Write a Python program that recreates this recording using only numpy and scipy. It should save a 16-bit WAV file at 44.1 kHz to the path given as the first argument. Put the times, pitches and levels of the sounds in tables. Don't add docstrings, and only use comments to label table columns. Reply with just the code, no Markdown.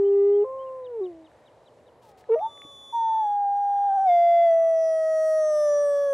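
import sys
import numpy as np
from scipy import signal
from scipy.fft import rfft, irfft
from scipy.io import wavfile
from scipy.ndimage import uniform_filter1d

SR = 44100
rng = np.random.default_rng(int(sys.argv[2]) if len(sys.argv) > 2 else 0)


def pcm_store(signal):
    levels = np.round(np.clip(np.atleast_2d(signal), -1, 1) * 32767)
    wavfile.write(sys.argv[1], SR, levels.astype(np.int16).T)


N = 270333
T = np.arange(N) / SR

# (time [s], pitch [Hz], level [dB])
HOWL_NOTES = [
    [(0.02, 399.7, -19), (0.2, 399.5, -17.5), (0.3, 406, -17.5), (0.41, 410.8, -18.5), (0.428, 412.4, -19),
     (0.436, 423, -20.5)],
    [(.443, 518.6, -33.5), (.563, 531.3, -34.5), (.775, 519.7, -37), (.9, 492.6, -37), (.969, 452, -31),
     (1.0, 426, -29), (1.015, 382, -25.5), (1.04, 369.5, -27.5), (1.093, 352.6, -37), (1.139, 328.7, -45.5),
     (1.25, 316, -51.5), (1.3, 311, -71)],
    [(2.288, 507, -41), (2.295, 487, -25.5), (2.305, 437, -19.8), (2.32, 448.5, -16.5), (2.335, 457, -17),
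     (2.348, 470, -16.5), (2.354, 464, -23.5)],
    [(2.357, 635, -25), (2.373, 622, -24.5), (2.398, 663, -29), (2.408, 746, -30.5)],
    [(2.412, 810, -32), (2.43, 864, -25.5), (2.449, 890, -26), (2.465, 900, -25.5), (2.488, 908, -43),
     (2.52, 940, -73)],
    [(2.925, 947, -41), (2.935, 920, -31), (2.95, 935, -24), (3.03, 904, -23), (3.2, 882, -22.5),
     (3.27, 826.4, -24), (3.48, 803.7, -23), (3.6, 811, -23.5), (3.78, 805.4, -22.5), (3.87, 809, -21.5),
     (3.92, 775, -21.5), (3.96, 804.5, -21.5), (3.985, 768, -20.5), (4.04, 785.5, -21.5),
     (4.07, 749, -17.5), (4.1, 703, -16), (4.2, 688.6, -16.5), (4.44, 682, -16), (4.52, 661.5, -17),
     (4.6, 661.2, -18.5), (5.0, 639.6, -22.5), (5.38, 628.3, -20.5), (5.5, 611.5, -21.5), (5.7, 587, -20),
     (5.85, 577.9, -21), (6.06, 566, -22.5), (6.13, 550, -22.5)],
]
# (pitch [Hz], octave [dB re note], third partial [dB re note], partials in mouth resonances [dB re note])
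OVERTONES = [(328, 3, -19.5, -23), (376, -15, -20.5, -39), (404, -24, -35.5, -47),
             (414, -12.5, -32.5, -41.5), (440, -19, -32, -36.5), (465, -7.5, -31.5, -29.5),
             (482, -14.5, -24, -37.5), (529.2, 4.5, -39, -36), (554, -22.5, -23.5, -48),
             (606, -20, -31, -45.5), (637.5, -25.5, -24, -43.5), (649.4, -39, -32.5, -41),
             (703, -45, -34.5, -46.5), (782, -30, -54, -60), (804, -37.5, -61, -60.5),
             (890, -42, -55, -59.5)]
# (centre [Hz], width [Hz], gain [dB])
THROAT_MODES = [(3344, 160, -10.5), (4460, 180, -19.5), (5200, 120, -16), (5860, 480, -2),
                (7020, 150, -19.5), (8140, 430, -13.5), (9450, 400, -15.5), (10000, 500, -8.5),
                (11330, 350, -18.5), (12500, 1600, -24)]
# (centre [Hz], width [Hz], gain [dB])
MOUTH_MODES = [(2030, 300, 0), (2650, 900, -9)]
# (time [s], level [dB])
UPPER_LEVEL = [(2.45, -87.5), (2.95, -75), (3.5, -74.5), (4.1, -70.5), (4.55, -62), (4.82, -51),
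               (5.3, -46.5), (5.6, -41.5), (6.13, -52.5)]
# (time [s], rasp [dB re tone])
RASP_LEVEL = [(0, -53.5), (.45, -46.5), (1.1, -43.5), (2.3, -52), (2.45, -32.5), (2.95, -46), (3.6, -33),
              (4.0, -32.5), (4.13, -40), (5.0, -46), (5.5, -38), (5.8, -40)]
# (time [s], level [dB])
BREATH_LEVEL = [(2.3, -99), (2.35, -71), (2.5, -72.5), (2.9, -69), (3.5, -75), (4.05, -66.5), (4.7, -67),
                (5.4, -64), (5.8, -64.5), (6.13, -62)]
# (centre [Hz], width [Hz], gain [dB])
HOARSE_MODES = [(1250, 110, -5.5), (1655, 220, 3.5), (3400, 570, -7)]
# (time [s], pitch [Hz], level [dB])
WHINE_NOTES = [(2.39, 3600, -67.5), (2.475, 3505, -53.5), (2.57, 3487, -49.5), (2.91, 3470, -48),
               (3.0, 3458, -52.5), (3.16, 3470, -55.5), (3.3, 3430, -61), (3.36, 3415, -69)]
# (multiple [1], level [dB re loudest whistle])
WHINE_OVERTONES = [(2, -18.5), (3, -22.5), (4, -36)]
# (time [s], level [dB re direct sound])
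ECHO_LEVEL = [(2.0, -52), (2.3, -35)]
# (start [s], length [s], from [Hz], to [Hz], haste of fall [exponent],
#             partial 1 [dB], partial 2 [dB], partial 3 [dB])
FAR_HOWLS = [(2.03, 1.4, 427, 404, 1.3, -70, -68, -69), (3.6, 1.4, 404, 388, 1, -73, -70, -68),
             (1.25, .75, 610, 590, 1, -67, -90, -90), (4.95, 1.1, 410, 414, 1, -66, -74, -78),
             (2.28, .62, 604, 545, 1.2, -65, -60, -90), (2.0, .26, 1040, 735, 2.6, -60, -90, -90),
             (5.62, .5, 665, 604, 1.7, -71, -62, -90)]
# (time [s], level [dB], pitch [ratio to shape])
BIRD_CALLS = [(.035, -66.5, .985), (.32, -68, 1.015), (.582, -66.5, 1.0)]
BIRD_CHIRPS = [(.84, -62.5, 0.99), (1.035, -62, 0.99), (1.241, -66.5, 0.99), (1.454, -65.5, 1.0),
               (1.654, -65, 1.03), (1.86, -69.5, 1.0), (1.78, -79, 0.74)]
# (delay [s], held [s], sliding [s], from [Hz], to [Hz], slide done halfway [share], level [dB])
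CALL_SHAPE = [(0, .001, .062, 2950, 3200, .85, 0), (.078, .001, .038, 2930, 2660, .4, -3)]
CHIRP_SHAPE = [(0.00062, .015, .025, 3860, 2720, 0.69, 0.0045)]
# (time [s], level [dB], pitch [Hz])
KNOCKS = [(1.316, -43, 1646), (2.241, -36, 1740), (2.392, -32.5, 2260), (2.576, -37, 2000),
          (2.619, -25.5, 2200), (2.643, -39, 2300), (2.65, -37, 300), (3.57, -32.5, 7700),
          (3.715, -43.5, 7000)]
# (start [s], length [s], level [dB])
RUSTLES = [(2.015, 0.1, -68), (2.166, 0.045, -66)]
# (frequency [Hz], relative density [dB per Hz])
TOWN_SPECTRUM = [(18, -60.5), (45, -31.5), (65, -10), (110, -8), (200, -15), (600, -2.5), (1300, -20),
                 (4000, -33), (11800, -43), (12500, -55.5), (15000, -63.5)]
# (frequency [Hz], side [dB re mid])
TOWN_SIDE = [(30, -14), (200, -10), (500, -27), (1000, -19.5), (2500, -8), (12000, -14.5)]
# (time [s], level [dB])
TOWN_LEVEL = [(0, -55), (3.0, -57), (4.5, -61.5), (6.13, -56.5)]

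TURN_START_S, TURN_END_S = 2.45, 2.9
ASIDE_DB = -10
RING_T60_S, PITCH_JITTER, SHIMMER_DB = 0.072, 0.001, 2.5
RASP_CORNER_HZ, RASP_PHASE_RAD, HOARSE_DB = 148, 1, -8
CLEAR_HZ = 8000
SHEEN_DB, SHEEN_LOW_HZ, SHEEN_TOP_HZ = -20, 8500, 12000
WHINE_TOP_DB, WHINE_STEEPNESS = -47.5, 1.6
BEAT_DB, ECHO_LAG_S = 19.5, .008
PACK_EDGE_S, PACK_FLUTTER_DB, PACK_PAN_DB = 0.054, 3, 2
CATCH_DEPTH = 0.52
KNOCK_T60_CYCLES, TICK_PAN_DB = 8.8, 2
TOWN_FLICKER_DB, TOWN_FLICKER_HZ = 1.2, 8.6
KNEE, CEILING, TOP_HZ = 0.16, .21, 15700


def howl():
    out = np.zeros(N)
    tremble = 1 + PITCH_JITTER * walk(40)
    shimmer = [undb(SHIMMER_DB * walk(12)) for _ in range(24)]
    shake, slip = (curve(RASP_LEVEL) * coloured(lambda hz: 1 / (1 + (hz / RASP_CORNER_HZ) ** 2))
                   for _ in range(2))
    facing = np.interp(T, [TURN_START_S, TURN_END_S], [0, 1])
    upper = curve(UPPER_LEVEL) * facing
    sheen = facing * curve(BREATH_LEVEL) * undb(SHEEN_DB)
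    sung_hz, octave_db, third_db, mouth_db = np.transpose(OVERTONES)
    for rows in HOWL_NOTES:
        on, (hz, db), env = note(rows, RING_T60_S)
        phase = 2 * np.pi * np.cumsum(hz * tremble[on]) / SR + RASP_PHASE_RAD * slip[on]
        low_db = ASIDE_DB * (1 - facing[on])
        octave = undb(low_db + np.interp(hz, sung_hz, octave_db)) * np.sin(2 * phase)
        third = undb(low_db + np.interp(hz, sung_hz, third_db)) * np.sin(3 * phase)
        tone = undb(db) * (np.sin(phase) + octave + third)
        mouth = undb(db + low_db + np.interp(hz, sung_hz, mouth_db))
        for k in range(4, 24):
            partial_hz = k * hz
            clear = 1 / (1 + (partial_hz / CLEAR_HZ) ** 4)
            gain = (upper * shimmer[k])[on] * modes(THROAT_MODES, partial_hz) * clear
            gain += mouth * modes(MOUTH_MODES, partial_hz)
            sheen_low = 1 + (SHEEN_LOW_HZ / partial_hz) ** 8
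            sheen_top = 1 + (partial_hz / SHEEN_TOP_HZ) ** 16
            gain += (sheen * shimmer[k] ** 2)[on] / sheen_low / sheen_top
            tone += gain * np.sin(k * phase + k * k + np.pi)
        out[on] += np.sqrt(2) * env * tone * (1 + shake[on])
    return out


def breath(voice):
    loudness = np.sqrt(uniform_filter1d(voice ** 2, size=800) + 1e-12)
    hiss = coloured(lambda hz: modes(HOARSE_MODES, hz))
    hoarse = hiss * loudness * curve(RASP_LEVEL) * undb(HOARSE_DB + 1.6 * walk(5.4))
    air = coloured(lambda hz: modes(THROAT_MODES, hz))
    return air * undb(1.0 * walk(17)) * curve(BREATH_LEVEL) + hoarse


def whine(voice):
    out, beats = np.zeros((2, N))
    on, (hz, db), env = note(WHINE_NOTES, .1, rise_s=.02)
    phase = 2 * np.pi * np.cumsum(hz * (1 + 0.00055 * walk(60)[on])) / SR
    overtones = sum(undb(d) * np.sin(k * phase) for k, d in WHINE_OVERTONES)
    overtones = overtones * undb(WHINE_TOP_DB + WHINE_STEEPNESS * (db - WHINE_TOP_DB))
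    out[on] = np.sqrt(2) * env * (undb(db) * np.sin(phase) + overtones)
    carrier = 1.3 * np.sin(phase) + np.sin(2 * phase) + .5 * np.sin(3 * phase)
    beats[on] = env * undb(db) * carrier * voice[on]
    throat_gain = modes(THROAT_MODES, np.arange(N // 2 + 1) * SR / N)
    return out + undb(BEAT_DB) * irfft(rfft(beats) * throat_gain, N)


def pack():
    out = np.zeros(N)
    for s, length_s, from_hz, to_hz, haste, *dbs in FAR_HOWLS:
        left = np.clip(1 - (T - s) / length_s, 0, 1) ** haste
        hz = to_hz + (from_hz - to_hz) * left
        phase = 2 * np.pi * np.cumsum(hz * (1 + 0.0036 * walk(18))) / SR
        partials = sum(undb(db + PACK_FLUTTER_DB * walk(15)) * np.sin(k * phase)
                       for k, db in enumerate(dbs, start=1))
        out += np.sqrt(2) * gate(s, length_s, PACK_EDGE_S) * partials
    return out


def bird():
    out = np.zeros(N)
    for events, shape in ((BIRD_CALLS, CALL_SHAPE), (BIRD_CHIRPS, CHIRP_SHAPE)):
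        for delay_s, held_s, slide_s, from_hz, to_hz, halfway, note_db in shape:
            t = np.arange(int((held_s + slide_s) * SR)) / SR
            knots_s = [0, held_s / 2, held_s, held_s + slide_s / 2, held_s + slide_s]
            bend_hz = from_hz + halfway * (to_hz - from_hz)
            hz = np.interp(t, knots_s, [1.04 * from_hz, .98 * from_hz, from_hz, bend_hz, to_hz])
            catch = 1 - CATCH_DEPTH * np.exp(-((t - held_s) / 0.0015) ** 2)
            env = catch * signal.windows.tukey(len(t), .4)
            for s, db, pitch in events:
                i = int((s + delay_s) * SR)
                whistle = np.sin(2 * np.pi * np.cumsum(hz * pitch) / SR)
                out[i:i + len(t)] += np.sqrt(2) * undb(db + note_db) * env * whistle
    return out


def ticks():
    out, t = np.zeros(N), np.arange(1000) / SR
    cracks = rng.standard_normal((len(KNOCKS), 1000))
    onset = 1 - np.exp(-t / 0.0006)
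    for (s, db, hz), crack in zip(KNOCKS, cracks):
        knock = np.sin(2 * np.pi * hz * t) * np.exp(-np.log(1000) * t * hz / KNOCK_T60_CYCLES)
        i = int(s * SR)
        out[i:i + 1000] += undb(db) * (knock + .04 * crack * np.exp(-t / .001)) * onset
    return out


def rustle():
    hiss = coloured(lambda hz: hz / (hz + 1500) / (1 + (hz / 6000) ** 2))
    level = sum(undb(db) * gate(s, length_s, .015) for s, length_s, db in RUSTLES)
    return hiss * undb(1.6 * walk(300)) * level


def town():
    out, hz = 0, np.arange(N // 2 + 1) * SR / N + 1
    for centre_hz in 30 * 2. ** np.arange(10):
        band = spectrum(TOWN_SPECTRUM, hz) * np.clip(1 - abs(np.log2(hz / centre_hz)), 0, 1)
        mid_side_gain = band * [hz ** 0, spectrum(TOWN_SIDE, hz)]
        mid, side = irfft(rfft(rng.standard_normal((2, N))) * mid_side_gain, N)
        stereo = mid + side * np.array([[1], [-1]])
        out = out + undb(TOWN_FLICKER_DB * walk(TOWN_FLICKER_HZ)) * stereo
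    return unit(out) * curve(TOWN_LEVEL)


def note(rows, t60_s, rise_s=0.002):
    s, *columns = np.transpose(rows)
    starts_later = s[0] > .05
    on = (T >= s[0] * starts_later) & (T < s[-1] + t60_s)
    t = T[on]
    rise = np.clip((t - s[0]) / rise_s, 0, 1) if starts_later else 1
    ring = undb(-60 * np.maximum(t - s[-1], 0) / t60_s)
    return on, [np.interp(t, s, c) for c in columns], rise * ring


def modes(table, hz):
    return sum(undb(db) / (1 + (2 * (hz - f) / w) ** 2) ** 1.08 for f, w, db in table)


def coloured(gain_at):
    hz = np.arange(N // 2 + 1) * SR / N + 1
    return unit(irfft(rfft(rng.standard_normal(N)) * gain_at(hz), N))


def walk(rate_hz):
    k = max(int(SR / rate_hz), 2)
    steps = np.repeat(rng.standard_normal(N // k + 1), k)
    return 1.6 * uniform_filter1d(uniform_filter1d(steps, k), k)[:N]


def spectrum(points, hz):
    f, db = np.transpose(points)
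    return undb(np.interp(np.log(hz), np.log(f), db))


def curve(rows):
    return undb(np.interp(T, *np.transpose(rows)))


def gate(start_s, length_s, edge_s):
    return np.clip(np.minimum(T - start_s, start_s + length_s + edge_s - T) / edge_s, 0, 1)


def pan(x, db):
    return x * undb(np.array([[db], [-db]]) / 2)


def undb(db):
    return 10 ** (np.asarray(db) / 20)


def unit(x):
    return x / np.sqrt(np.mean(x ** 2))


def scene():
    voice = howl()
    wolf = voice + breath(voice) + whine(voice)
    echo = curve(ECHO_LEVEL) * np.roll(wolf, int(ECHO_LAG_S * SR)) * np.array([[1], [-1]])
    far = pan(pack() + bird(), PACK_PAN_DB)
    boards = pan(ticks() + rustle(), TICK_PAN_DB)
    return wolf + echo + far + boards + town()


def record(dry):
    over = np.maximum(abs(dry) - KNEE, 0)
    room = CEILING - KNEE
    rounded = dry - np.sign(dry) * (over - room * np.tanh(over / room))
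    return signal.sosfilt(signal.ellip(8, .2, 70, TOP_HZ, fs=SR, output="sos"), rounded)


dry = scene()
out = record(dry)
pcm_store(out)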